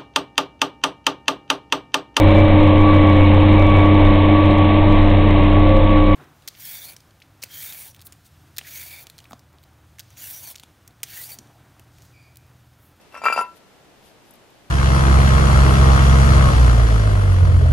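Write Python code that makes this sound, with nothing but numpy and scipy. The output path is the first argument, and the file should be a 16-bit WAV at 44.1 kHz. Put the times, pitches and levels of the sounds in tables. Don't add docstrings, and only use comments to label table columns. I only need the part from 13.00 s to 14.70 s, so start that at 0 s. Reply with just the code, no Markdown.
import sys
import numpy as np
from scipy import signal
from scipy.fft import rfft, irfft
from scipy.io import wavfile

SR = 44100
rng = np.random.default_rng(int(sys.argv[2]) if len(sys.argv) > 2 else 0)


def materialize(psi):
    bounded = np.clip(np.atleast_2d(psi).T, -1, 1)
    quanta = np.round(bounded * 32767).astype(np.int16)
    wavfile.write(sys.argv[1], SR, quanta)


def makeup_ratio(level_db):
    decades = np.asarray(level_db, float) / 20
    return 10 ** decades


N = 74970

# start_s, peak_db, pitch_hz
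KNOCK_EVENTS = [(0.144, -28.5, 800), (0.1523, -28, 1470), (0.1642, -28, 910), (0.1774, -29, 1141),
                (0.2178, -25.5, 750), (0.219, -30.5, 705), (0.2383, -19, 820), (0.243, -20.5, 1090),
                (0.2555, -11, 970), (0.262, -6, 1230), (0.2689, -13, 1090), (0.2846, -7, 1334),
                (0.3008, -13, 860), (0.3083, -24, 1060), (0.3186, -25, 800), (0.325, -18, 940),
                (0.3422, -29, 910), (0.3627, -16.5, 750), (0.3771, -9.5, 870), (0.3784, -11.5, 910),
                (0.391, -14, 810), (0.4116, -16, 795), (0.414, -25, 840)]


def rms_one(x):
    return x / np.sqrt(np.mean(x ** 2) + 1e-20)


def at_hz(points, hz):
    table = np.array(points)
    return np.interp(np.log(hz), np.log(table[:, 0]), table[:, 1])


def bins_hz():
    return np.maximum(np.arange(N // 2 + 1) * SR / N, 1)


def colour(x, spectrum):
    return rms_one(irfft(rfft(x) * makeup_ratio(at_hz(spectrum, bins_hz())), N))


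def pan(x, db):
    left, right = makeup_ratio(db / 2), makeup_ratio(-db / 2)
    return np.array([[left], [right]]) * x * 2 / (left + right)


def band(x, order, hz, kind):
    return signal.sosfilt(signal.butter(order, hz, kind, fs=SR, output="sos"), x)


def air():
    # freq_hz, density_db_per_hz
    hiss_spectrum = [(25, -13), (60, -4), (300, -3), (750, -5.5), (1200, -11), (3000, -15), (8000, -24),
                     (15600, -29.5)]
    # freq_hz, likeness_0_to_1
    likeness = [(60, 0.35), (290, 0.51), (640, 0.61), (1400, 0.28), (3000, 0.25), (8000, .05)]
    level_db, pan_db = -53 + 0.5, 1.0
    alike = np.clip(at_hz(likeness, bins_hz()), 0, 1)
    mid, side = rfft(rng.standard_normal((2, N)))
    both = irfft(np.sqrt(1 + alike) * mid + np.sqrt(1 - alike) * side * [[1], [-1]], N)
    return pan(makeup_ratio(level_db) * colour(both, hiss_spectrum), pan_db)


def rustles():
    # middle_s, half_length_s, level_db
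    moves = [
        (0.57, 0.019, -58),
        (1.065, 0.043, -59),
        (1.278, 0.043, -65),
        (1.352, 0.019, -63),
        (1.523, .03, -72),
    ]
    # freq_hz, density_db_per_hz
    cloth_spectrum = [(1500, -12), (3500, 4.5), (7000, -4), (12000, 3.5), (15500, -12)]
    t = np.arange(N) / SR
    swell = sum(makeup_ratio(db) * np.exp(-((t - middle) / half) ** 2) for middle, half, db in moves)
    fibres = rng.standard_normal((3, N)) * makeup_ratio(2.0 * rng.exponential(1, N))
    return swell * colour(fibres[0] + 0.91 * fibres[1:], cloth_spectrum)


def ticks():
    # start_s, peak_db, pitch_hz
    grains = [(0.5635, -53, 14500), (0.5648, -54, 11500), (0.566, -52, 13300), (0.57, -56, 10300),
              (1.283, -53, 11000), (1.292, -58, 11000), (1.3087, -41, 11000), (1.3096, -41, 11400),
              (1.3132, -46, 11800), (1.3395, -44, 12600), (1.3443, -57, 5200), (1.357, -48.5, 11200),
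              (1.505, -53, 13000)]
    half_s, crack_share, crack_low_hz = 0.0006, 0.6, 9000
    t, out = np.arange(N) / SR, np.zeros(N)
    crack = band(rng.standard_normal(N), 3, crack_low_hz, "high")
    for start, db, hz in grains:
        body = np.sin(2 * np.pi * hz * t) + crack_share * crack
        out += makeup_ratio(db) * np.exp(-((t - start) / half_s) ** 2) * body
    return out


def yard(x):
    # delay_s, level_db
    echoes = [
        (.0021, -13.5),
        (.0045, -16),
        (.009, -24),
        (.016, -19),
        (.03, -17),
    ]
    echo_cut_hz, tail_db, tail_t60_s, tail_len = 1600, -22 - 14.5, 0.21, 9000
    dull = signal.lfilter(*signal.butter(1, echo_cut_hz, fs=SR), x)
    out = np.zeros((2, N))
    for delay, db in echoes:
        for side in range(2):
            lag = int(delay * rng.uniform(0.93, 1.05) * SR)
            out[side, lag:] += makeup_ratio(db) * dull[:N - lag]
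    noise = rng.standard_normal((3, tail_len))
    decay = makeup_ratio(tail_db - 60 * np.arange(tail_len) / SR / tail_t60_s)
    tail = (noise[0] + 0.5 * noise[1:]) * decay
    return out + signal.fftconvolve(dull[None], tail, axes=1)[:, :N]


def grit():
    # time_s, level_db
    drag = [
        (.11, -71),
        (0.142, -47),
        (0.179, -45),
        (0.204, -58),
        (0.239, -41),
        (0.259, -37),
        (.34, -41),
        (.4, -37),
        (0.471, -55),
    ]
    # freq_hz, density_db_per_hz
    grit_spectrum = [(200, -21), (700, -4.5), (1800, -4), (3000, -12.5), (3600, -18), (9000, -34),
                     (13000, -30), (16000, -55)]
    clicks_per_s = 3 * 2300
    sizes = makeup_ratio(3.1 * np.minimum(rng.exponential(1, N), 3)) * rng.choice([-1, 1], N)
    clicks = (rng.random(N) < clicks_per_s / SR) * sizes
    time_s, db = np.transpose(drag)
    level = makeup_ratio(np.interp(np.arange(N) / SR, time_s, db, -120, -120))
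    return level * colour(clicks, grit_spectrum)


def slab():
    slab_hz, slab_db, t60_s, db_per_octave, size = 225, -14 - 14.0, 0.05, -11, 4000
    t, out = np.arange(size) / SR, np.zeros(N + size)
    for start, db, hz in KNOCK_EVENTS:
        level_db = db + slab_db + db_per_octave * np.log2(hz / 900)
        i = int(start * SR)
        out[i:i + size] += makeup_ratio(level_db - 60 * t / t60_s) * np.sin(2 * np.pi * slab_hz * t)
    return band(out[:N], 2, [150, 450], "band")


def knocks():
    level_db, half_cycles, tail_stretch = -0.8, 0.45, 1.83
    snap_hz, snap_half_s, snap_share = 2100, 0.00032, 0.45
    out, t = np.zeros(N), np.arange(-300, 600) / SR
    snap = np.exp(-(t / snap_half_s) ** 2) * np.sin(2 * np.pi * snap_hz * t)
    for start, db, hz in KNOCK_EVENTS:
        width_s = half_cycles / hz * np.where(t > 0, tail_stretch, 1)
        body = np.exp(-(t / width_s) ** 2) * np.sin(2 * np.pi * hz * t)
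        i = int(start * SR)
        out[i - 300:i + 600] -= makeup_ratio(db + level_db) * (body + snap_share * min(hz / 1100, 1.3) * snap)
    return band(out, 2, 250, "high")


def plate(touches, modes, spread, size, struck=False):
    scatter_db, rise_s, flutter, lift_s = 3.5, 0.00018, 0.9, 0.412
    left_lead_rad, lag_rad = 0.43, 0.75
    rows, t = np.array(touches), np.arange(size) / SR
    last = np.searchsorted(rows[:, 0], t) - 1
    age_s = np.where(last < 0, 9, t - rows[last, 0])
    start_s = lift_s
    if struck:
        blows_s = np.array(KNOCK_EVENTS)[:, 0]
        nearest = np.abs(rows[:, :1] - blows_s).argmin(axis=1)
        start_s = blows_s[nearest][last]
    scatter = rng.standard_normal((len(rows), len(modes)))
    turns_rad = rng.uniform(-1.6, 1, len(modes))
    rub = rng.standard_normal((len(modes), 2, size // 128 + 2))
    smooth = np.exp(-1 / (rise_s * SR))
    out = np.zeros((2, N))
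    for k, (hz, db, t60_s, side_db, column) in enumerate(modes):
        touch_db = rows[:, 1 + int(round(column))] + scatter_db * spread * scatter[:, k]
        level_db = touch_db[last] + db - 60 * age_s / t60_s
        slow = np.array([np.interp(t * SR / 128, np.arange(len(r)), r) for r in rub[k]])
        swell, sway_rad = flutter * spread * slow
        phase_start_s = start_s if column < 0.5 else lift_s
        state = makeup_ratio(level_db) * np.exp(-2j * np.pi * hz * phase_start_s)
        level = signal.lfilter([(1 - smooth) ** 2], [1, -2 * smooth, smooth ** 2], state) * (1 + swell)
        lead_rad = (left_lead_rad / 2 + spread * turns_rad[k]) * np.array([[1], [-1]])
        turn = np.exp(1j * (2 * np.pi * hz * t + sway_rad + lead_rad - lag_rad))
        out[:, :size] -= pan(np.imag(level * turn), side_db)
    return out


def rings():
    # start_s, main_db, low_db, third_db, fourth_db
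    touches = [(0.012, -64, -67.0, -78, -58), (0.122, -65, -70, -74.0, -52.5),
               (0.1435, -46, -43, -58, -43.5), (0.1518, -37.5, -44, -57, -42), (0.164, -43, -41, -59, -47),
               (0.177, -40, -46, -52, -43), (0.2174, -36.5, -47, -43.5, -53), (0.238, -33, -49, -37, -50),
               (0.2427, -30, -48, -30.5, -27.5), (0.2551, -17.5, -36, -33, -31),
               (0.2618, -12.5, -38, -23.5, -24.5), (0.2686, -12.5, -40, -21.5, -26),
               (0.2843, -24, -44, -22.5, -29), (0.3005, -23, -44, -24.5, -34),
               (0.3088, -27, -43, -25.5, -36), (0.3183, -43, -42, -28.5, -39),
               (0.3247, -16.5, -40, -31, -21), (0.333, -19, -40, -31, -36), (0.342, -27, -42, -34.5, -44),
               (0.3623, -29, -34, -36, -28), (0.3783, -19, -25, -38, -26.5),
               (0.3907, -15.5, -26.5, -60, -38), (0.4116, -21, -23, -55, -33)]
    # start_s, 4_8khz_db, 5_5khz_db, 5_9khz_db, 7khz_db
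    edges = [(0.012, -72, -69, -76, -82), (0.122, -66, -66, -74, -80), (0.143, -53, -63, -65, -71),
             (0.172, -61, -55, -57, -68), (0.217, -52.5, -76, -71, -54), (0.238, -45, -62, -48, -52),
             (0.254, -32, -65, -53, -44.5), (0.269, -36, -58, -52, -49), (0.285, -42, -59, -65, -50.5),
             (0.301, -42, -70, -58, -51.5), (0.325, -32.5, -49, -49, -48), (0.343, -38, -57, -69, -53),
             (0.362, -36.5, -64, -52, -49), (0.377, -36.5, -46, -49, -48), (0.391, -40.5, -52, -49, -55),
             (0.409, -48, -52, -67, -43), (0.428, -54, -72, -76, -72)]
    # start_s, 9khz_db, 10_and_12khz_db, 11khz_db, 13_and_14khz_db
    rim = [(0.012, -84, -67.5, -76, -84), (0.125, -80, -65, -72, -74), (0.143, -80, -64, -68, -71),
           (0.172, -78, -66, -69, -72), (0.217, -79, -66, -68, -80), (0.238, -66, -58, -53.5, -68),
           (0.252, -53, -53, -56, -49), (0.269, -56, -55, -66, -61), (0.289, -63, -69, -54, -62),
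           (0.301, -72, -68, -54, -66), (0.325, -50, -48.5, -57, -62), (0.333, -55, -45.5, -56, -51),
           (0.362, -53.5, -60, -60, -63), (0.377, -49, -66, -59, -57), (0.391, -47, -60, -48, -62),
           (0.409, -49.5, -50, -51, -57), (0.432, -64, -68, -72, -80)]
    # freq_hz, level_db, t60_s, left_right_db, touch_column (rounded)
    low_modes = [(1354, -4, 0.22, 5.5, 0), (1343.3, -7.5, 0.3, 4.5, 0), (1352, -33, 1.4, -1, 0),
                 (991, -0.4, 0.21, 1.5, 1), (2360, 1, 0.23, 4, 2), (2681, 0.5, 0.19, 7.5, 3),
                 (2730, -7, 0.12, 5, 3)]
    high_modes = [(4765, 0.1, 0.18, 12.5, 0), (4130, -13.5, 0.08, 4, -0.5), (3690, -7, 0.09, 6, 1.5),
                  (5530, 3, 0.13, 14, 1), (7870, -1.5, 0.11, 16, 1.5), (8290, -1, 0.093, 8, 2),
                  (5900, 2, 0.13, 15, 2), (7055, 2, 0.19, 12.5, 3)]
    top_modes = [(9400, 4, 0.15, 8, 0), (10380, 1.5, 0.13, 15, 1), (10300, -3, 0.1, 12, 1),
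                 (11800, -2, 0.13, 15, 1), (10800, 2, 0.13, 15, 2), (11000, 0, 0.1, 12, 2),
                 (12900, 3, 0.1, 11, 3), (13200, 1.5, 0.08, 11, 3), (13900, 1.5, 0.08, 10, 3),
                 (14200, -1, 0.08, 10, 3)]
    low = plate(touches, low_modes, spread=0.11, size=44000, struck=True)
    high = plate(edges, high_modes, spread=0.35, size=24000)
    top = plate(rim, top_modes, spread=0.52, size=24000)
    return low + high + top


def scene():
    small = pan(ticks() + rustles(), 15)
    stone = knocks() + grit()
    contact = pan(stone + slab(), 2) + yard(stone) + rings()
    return band(contact, 2, 120, "high") + small + air()


def roll_off(x):
    return signal.sosfilt(signal.butter(12, 15760, fs=SR, output="sos"), x)


def record(dry):
    stop_hz = 15750 + 450
    lagged = np.array([dry[0], np.roll(dry[1], 1)])
    mix = signal.sosfilt(signal.cheby2(12, 60, stop_hz, fs=SR, output="sos"), lagged)
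    return roll_off(mix)


dry = scene()
out = record(dry)
materialize(out)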